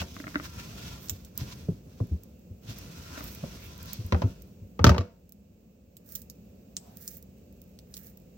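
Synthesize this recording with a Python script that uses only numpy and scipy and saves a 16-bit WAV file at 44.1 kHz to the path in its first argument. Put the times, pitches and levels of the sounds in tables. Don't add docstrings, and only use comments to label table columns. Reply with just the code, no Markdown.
import sys
import numpy as np
from scipy import signal
from scipy.fft import rfft, irfft
from scipy.io import wavfile
from scipy.ndimage import uniform_filter1d, minimum_filter1d, map_coordinates

SR = 44100
rng = np.random.default_rng(int(sys.argv[2]) if len(sys.argv) > 2 else 0)


def dump_mix(stems):
    frames = np.atleast_2d(stems).T
    limited = np.clip(frames, -1, 1)
    pcm = np.round(limited * 32767).astype(np.int16)
    wavfile.write(sys.argv[1], SR, pcm)


N = 369116
TIME = np.arange(N) / SR
TAIL = 16384

# (start [s], firmest moment [s], end [s], relative level [dB])
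FINGER_STROKES = [(-.05, 0.89, 1.195, -52), (1.334, 1.386, 1.617, -49.5), (1.831, 2.037, 2.25, -65.5),
                  (2.61, 3.28, 4.31, -51.5)]
# (middle [s], relative level [dB], furrow pitch [Hz], half length [s])
STARCH_SPURTS = [(.005, -36, 2580, 0.018), (0.455, -50.5, 1540, 0.017), (0.599, -51, 1800, 0.018),
                 (0.865, -52.5, 3100, 0.075), (1.407, -51.5, 4200, 0.017), (1.525, -47, 3700, 0.011),
                 (2.698, -52, 3600, 0.023), (3.19, -52, 1370, 0.079), (3.93, -51, 4300, 0.065)]
# (frequency [Hz], gain [dB])
HAND_HOLLOWS = [(690, 7), (990, 4.5), (1380, 5.5), (2560, 1.5), (3300, -4.5), (5500, -7.5)]
# (time [s], level [dB], contact brightness [Hz])
BOWL_KNOCKS = [(.017, -33, 7400), (1.685, -37, 525), (2.002, -34, 423), (3.437, -31, 656),
               (4.1229, -20, 2840), (4.146, -24, 1560), (4.219, -25, 2870), (4.792, -24.5, 1820),
               (4.843, -5.5, 5750), (4.867, -10, 4400), (4.893, -11, 4940), (4.917, -18.5, 1850),
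               (4.946, -24.5, 2660), (4.964, -24, 1920), (4.981, -20.5, 4100), (5.009, -29, 4000)]
# (time [s], level [dB], pitch [Hz])
BOWL_THUDS = [(.001, -28.5, 81.6), (1.109, -30.5, 92), (1.387, -36.5, 88), (1.412, -27, 125),
              (1.686, -18, 171.5), (1.682, -25.5, 99.5), (2.005, -19, 109.2), (2.112, -20, 78),
              (2.504, -35.5, 92.7), (2.685, -30.5, 112), (3.431, -32, 146), (3.987, -28, 108.6),
              (4.041, -28.5, 89.4), (4.127, -14, 81.8), (4.236, -14, 102), (4.616, -35, 96),
              (4.803, -16, 88), (4.846, -10.5, 80.4), (4.865, -3, 111.3), (4.895, -5.5, 76),
              (4.983, -13, 92.6)]
# (time [s], relative level [dB])
BOWL_SLIPS = [(0.166, -40), (0.201, -38), (.241, -40.5), (0.269, -37), (.279, -42), (.345, -39),
              (.357, -23.5), (0.399, -38), (3.177, -38.5), (3.208, -40)]
# (frequency [Hz], level [dB], t60 [s])
BOWL_MODES = [(286, -2.5, 0.062), (625, -11.5, 0.035), (1380, 4.5, 0.0058), (2000, -1.5, 0.0091)]
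# (frequency [Hz], level [dB])
SINK_MODES = [(178, 3), (218, -5.5), (373, -4), (488, -7), (575, -8), (673, -8), (917, -11), (1297, -16.5),
              (1450, -18.5), (2220, -21), (2690, -17.5)]
# (middle [s], half length [s], ooze [dB], gap pitch [Hz], fizz [dB])
HAND_SQUEEZES = [(1.049, 0.048, -65, 1480, -51), (3.28, 0.081, -74, 1360, -47),
                 (3.64, 0.049, -55, 2430, -55), (6.135, 0.075, -69, 1670, -49.5),
                 (6.875, 0.092, -61, 660, -66), (7.075, 0.11, -68, 1740, -49),
                 (8.017, 0.1, -69, 1741, -52.5)]
# (time [s], cavity level [dB], relative film level [dB])
AIR_POPS = [(1.085, -43, -51), (1.0957, -27, -30.5), (1.2482, -47, -60), (5.968, -45.5, -53),
            (6.121, -58, -41), (6.1521, -42, -31.5), (6.157, -42.5, -35.5), (6.218, -56.5, -46.5),
            (6.299, -46, -44.5), (6.767, -29, -57), (7.0774, -35, -35.5), (7.169, -53, -44),
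            (7.7888, -50, -61), (7.9404, -40.5, -61), (7.968, -43.5, -46)]
# (time [s], level [dB])
THREAD_SNAPS = [(1.3765, -26.5), (2.235, -47), (2.7853, -41), (3.241, -40), (3.349, -41.5), (3.779, -48),
                (3.8287, -41), (3.858, -45), (3.932, -30), (4.064, -44.5), (4.421, -45.5), (5.293, -47.5),
                (5.322, -41), (6.09, -46), (6.9708, -40.5), (7.2259, -46.5), (7.617, -48), (7.977, -40),
                (8.069, -45.5), (8.173, -48.5)]
# (frequency [Hz], gain [dB])
SCRAPE_TONE = [(200, -3), (850, -6.5), (1900, -5), (3200, -4.5), (6000, -2.5), (9500, -16.5), (12500, -14),
               (15500, -12.5)]
RUMBLE_TONE = [(30, -35), (55, 0.5), (180, -7), (320, -16), (2000, -47.5)]
KNOCK_TONE = [(90, -2), (230, 6), (300, -2), (400, 2.5), (620, 5), (780, -5.5), (1300, -3), (1850, -10.5),
              (2500, -9), (3400, -12), (5800, -8), (9500, -22), (15000, -3.5)]
POP_TONE = [(700, -20), (2500, -12), (4200, 2.5), (7500, 6), (10500, -7.5), (14000, -7)]
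FIZZ_TONE = [(2000, -22), (6000, -1.5), (10000, -7), (14000, 5.5)]
HUM_TONE = [(30, -34), (55, 2), (140, -8), (190, 1.5), (320, -15.5), (520, -12.5), (950, -35),
            (2000, -39.5), (2650, -31.5), (3200, -40), (7500, -37), (10500, -53.5), (15500, -34)]
# (frequency [Hz], left minus right [dB])
MIC_BALANCE = [(150, 1), (330, -3), (650, -3.5), (1000, 7), (1400, 5.5), (2300, -2.5), (6000, -2.5),
               (9000, 1.5), (13000, -10)]


def dragging(scrape_db=2, spurt_db=1, furrow_db=-2, furrow_span=1.28, rumble_db=-22, rumble_power=0.45):
    pull = sum(stroke(*row) for row in FINGER_STROKES)
    grit = grains(rate=3500, spread_db=2) * undb(2 * walk(60))
    grind = hollowed(in_sink(grit, SCRAPE_TONE))
    out = undb(scrape_db) * pull * grind
    for s, db, hz, half in STARCH_SPURTS:
        now = np.abs(TIME - s) < 3 * half
        swell = undb(db + spurt_db) * np.exp(-((TIME[now] - s) / half) ** 2)
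        furrow = unit(band(grind[:, now], [hz / furrow_span, hz * furrow_span], "band"))
        out[:, now] += swell * unit(grind[:, now] + undb(furrow_db) * furrow)
    shake = unit(colour(diffuse(N), RUMBLE_TONE) * undb(3 * walk(25)))
    return out + undb(rumble_db) * pull ** rumble_power * shake


def stroke(start, firmest, end, db, bite_s=0.1, firm_up_db=2.5, ease_off_db=8.5, let_go_t60=0.79):
    effort = undb(db - np.interp(TIME, [start, firmest, end], [firm_up_db, 0, ease_off_db]))
    bite = np.clip((TIME - start) / bite_s, 0, 1)
    return effort * bite * fade(np.maximum(TIME - end, 0), let_go_t60)


def hollowed(x, shift_db=3, span=1.045, drift=.015):
    hollows = sum(undb(db + shift_db * walk(7.3)) * band(x, [hz / span, hz * span], "band")
                  for hz, db in HAND_HOLLOWS)
    return unit(x + bend(hollows, 1 + drift * walk(6)))


def knocks(ring_db=-4, ring_t60=0.36, wall_db=-8, wall_t60=0.047, damped_hz=9000, detune=0.0033):
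    out, t = np.zeros((2, N)), TIME[:TAIL]
    shared, *own = (basin(direct_db=0, walls_t60=.036, room_db=-14, room_t60=.36)
                    for _ in range(len(BOWL_KNOCKS) + 1))
    for (s, db, bright_hz), paths in zip(BOWL_KNOCKS, own):
        wall_hz = 660 * (bright_hz / 1000) ** 0.4
        wall = np.sin(2 * np.pi * wall_hz * t) * fade(t, wall_t60)
        contacts = chatter(after_db=-12.5, after_s=0.012, count=8)
        clack = colour(echoed(contacts, shared + undb(1) * paths), KNOCK_TONE)
        ring = sum(undb(mode_db) * mode(hz, ring_t60 / (1 + hz / damped_hz), detune)
                   for hz, mode_db in SINK_MODES)
        clack, ring = (strength(band(part, bright_hz, "low")) for part in (clack, ring))
        add(out, s, undb(db) * (clack + undb(ring_db) * ring + undb(wall_db) * strength(wall)))
    return out


def thuds(overtone_db=-15, overtone_ratio=2.3, swell_cycles=1.02, shudder_db=-11, shudder_hz=300):
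    out, t = np.zeros((2, N)), TIME[:TAIL]
    for s, db, hz in BOWL_THUDS:
        phase, rise = 2 * np.pi * hz * t, t * hz / swell_cycles
        tone = np.sin(phase) + undb(overtone_db) * np.sin(overtone_ratio * phase)
        bounce = rise * np.exp(1 - rise) * tone
        rumble = unit(band(band(diffuse(TAIL)[0], shudder_hz, "low"), shudder_hz, "low"))
        shudder = rumble * fade(t, t60=0.18) * np.minimum(rise, 1)
        add(out, s, undb(db) * (bounce + undb(shudder_db) * shudder))
    return out


def slips(gain_db=2, detune=0.019, echo_db=-4, soft_hz=2900):
    out = np.zeros((2, N))
    for s, db in BOWL_SLIPS:
        plastic = sum(undb(mode_db) * mode(hz, t60, detune) for hz, mode_db, t60 in BOWL_MODES)
        tock = echoed(chatter(after_db=-11, after_s=.0015, count=5), band(plastic, soft_hz, "low"))
        echoes = echoed(tock[0], basin(direct_db=0, walls_t60=.045, room_db=-10, room_t60=.3))
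        add(out, s, undb(db + gain_db) * (strength(tock) + undb(echo_db) * strength(echoes)))
    return out


def squeezing(gap_span=1.32, paste_db=-6, glide_octaves=0.11):
    paste = in_sink(grains(rate=7300, spread_db=1), SCRAPE_TONE)
    cells = in_sink(grains(rate=2200, spread_db=3.5) * undb(3 * walk(110)), FIZZ_TONE)
    out = np.zeros((2, N))
    for s, half, ooze_db, hz, fizz_db in HAND_SQUEEZES:
        now = np.abs(TIME - s) < 3 * half
        progress, edges = (TIME[now] - s) / half, [hz / gap_span, hz * gap_span]
        gap = band(band(paste[:, now], edges, "band"), edges, "band")
        ooze = unit(bend(gap, 2 ** (glide_octaves * progress))) + undb(paste_db) * paste[:, now]
        out[:, now] += np.exp(-progress ** 2) * undb(ooze_db) * ooze
        out[:, now] += np.exp(-progress ** 4) * undb(fizz_db) * cells[:, now]
    return out


def pops(film_gain_db=3, longest_tear_t60=0.00156, db_per_doubling=12):
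    out, t = np.zeros((2, N)), TIME[:TAIL]
    biggest_db = max(row[1] for row in AIR_POPS)
    for s, cavity_db, film_db in AIR_POPS:
        tear_t60 = longest_tear_t60 * 2 ** ((cavity_db - biggest_db) / db_per_doubling)
        tear = rng.standard_normal(TAIL) * fade(t, tear_t60)
        echoes = basin(direct_db=4, walls_t60=0.06, room_db=-15, room_t60=0.4)
        cavity = strength(colour(echoed(tear, echoes), POP_TONE))
        crackle = chatter(after_db=-1, after_s=0.0015, count=5)
        film = strength(colour(echoed(crackle, echoes), FIZZ_TONE))
        add(out, s, undb(cavity_db) * cavity + undb(film_db + film_gain_db) * film)
    return out


def threads(stray_db=-76):
    out = undb(stray_db) * in_sink(grains(rate=25, spread_db=5.5), FIZZ_TONE)
    for s, db in THREAD_SNAPS:
        echoes = basin(direct_db=9, walls_t60=0.05, room_db=-13, room_t60=0.4)
        add(out, s, undb(db) * strength(colour(echoes, FIZZ_TONE)))
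    return out


def basin(direct_db, walls_t60, room_db, room_t60):
    stages = (direct_db, .009), (0, walls_t60), (room_db, room_t60)
    power = sum((undb(db) * strength(fade(TIME[:TAIL], t60))) ** 2 for db, t60 in stages)
    spectrum = rfft(diffuse(TAIL) * np.sqrt(power), 2 * TAIL)
    broad = np.sqrt(uniform_filter1d(np.abs(spectrum) ** 2, size=500, axis=1))
    return strength(irfft(spectrum / broad)[:, :TAIL])


def in_sink(x, tone, echo_db=-9, echo_t60=.3):
    t = TIME[:SR // 4]
    echoes = rng.standard_normal((2, len(t))) * fade(t, echo_t60)
    wet = signal.fftconvolve(x, echoes, axes=1)[:, :N]
    return unit(colour(unit(x) + undb(echo_db) * unit(wet), tone))


def hum(level_db=-51.5):
    return undb(level_db) * unit(colour(diffuse(N), HUM_TONE))


def diffuse(size, apart_hz=480):
    common, left, right = rng.standard_normal((3, size))
    return band(common, apart_hz, "low") + band(np.array([left, right]), apart_hz, "high")


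def mode(hz, t60, detune, apart_hz=700):
    t = TIME[:TAIL]
    hz = hz * (1 + detune * rng.standard_normal())
    phase = min(hz / apart_hz, 1.5) ** 2 * rng.uniform(-1, 1, (2, 1))
    return np.sin(2 * np.pi * hz * t + phase) * fade(t, t60)


def grains(rate, spread_db):
    hit = rng.random((2, N)) < rate / SR
    size = undb(spread_db * np.minimum(rng.exponential(size=(2, N)), 4))
    return unit(hit * size * rng.choice([-1, 1], (2, N)))


def chatter(after_db, after_s, count):
    train = np.zeros(TAIL)
    lag = np.minimum(rng.exponential(after_s, count), .2)
    sizes = undb(after_db) * rng.standard_normal(count) * np.exp(-lag / after_s / 2)
    train[(lag * SR).astype(int)] = sizes
    train[0] = 1
    return train


def walk(rate):
    knots = rng.standard_normal(4096)
    return np.interp(TIME * rate, np.arange(len(knots)), knots)


def echoed(x, echoes):
    return signal.fftconvolve(echoes, x[None], axes=1)[:, :TAIL]


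def bend(x, ratio):
    place = np.cumsum(ratio)
    return np.array([map_coordinates(side, [place], order=1, mode="mirror") for side in x])


def colour(x, points, power=1, size=4096):
    hz, db = np.transpose(points)
    bins = np.maximum(np.fft.rfftfreq(size, 1 / SR), 1)
    gain = undb(power * np.interp(np.log(bins), np.log(hz), db))
    cepstrum = irfft(np.log(gain))
    cepstrum[1:size // 2] *= 2
    cepstrum[size // 2 + 1:] = 0
    response = irfft(np.exp(rfft(cepstrum)))
    return signal.fftconvolve(np.atleast_2d(x), response[None], axes=1)[:, :x.shape[-1]]


def band(x, hz, kind):
    return signal.sosfilt(signal.butter(1 if kind == "band" else 2, hz, kind, fs=SR, output="sos"), x)


def fade(t, t60):
    return np.exp(-np.log(1000) * t / max(t60, 1e-3))


def undb(db):
    return 10 ** (np.asarray(db) / 20)


def unit(x):
    return x / np.sqrt(np.mean(x ** 2))


def strength(x):
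    energy = np.sum(np.mean(np.atleast_2d(x) ** 2, axis=0))
    return x / np.sqrt(energy / (.005 * SR))


def add(out, s, x):
    start = int(s * SR)
    out[:, start:start + x.shape[-1]] += x[..., :N - start]


def limiter(x, ceiling_db=-9.0, sense_s=0.0089, hold_s=1.0, release_s=0.32):
    hold, release = int(hold_s * SR), int(release_s * SR)
    power = uniform_filter1d(np.mean(x ** 2, axis=0), int(sense_s * SR))
    allowed = 1 / np.sqrt(np.maximum(power / undb(ceiling_db) ** 2, 1))
    held = minimum_filter1d(allowed, hold, origin=(hold - 1) // 2)
    gain = np.minimum(held, uniform_filter1d(held, release, origin=(release - 1) // 2))
    return np.clip(x * gain, -1, 1)


def scene():
    return knocks() + slips() + thuds() + pops() + threads() + dragging() + squeezing() + hum()


def record(dry, bass_cut_hz=36, top_hz=16000):
    ports = np.vstack([colour(dry[0], MIC_BALANCE, .5), colour(dry[1], MIC_BALANCE, -.5)])
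    ports = limiter(band(band(ports, bass_cut_hz, "high"), bass_cut_hz, "high"))
    return signal.sosfilt(signal.ellip(10, .2, 80, top_hz, fs=SR, output="sos"), ports)


dry = scene()
out = record(dry)
dump_mix(out)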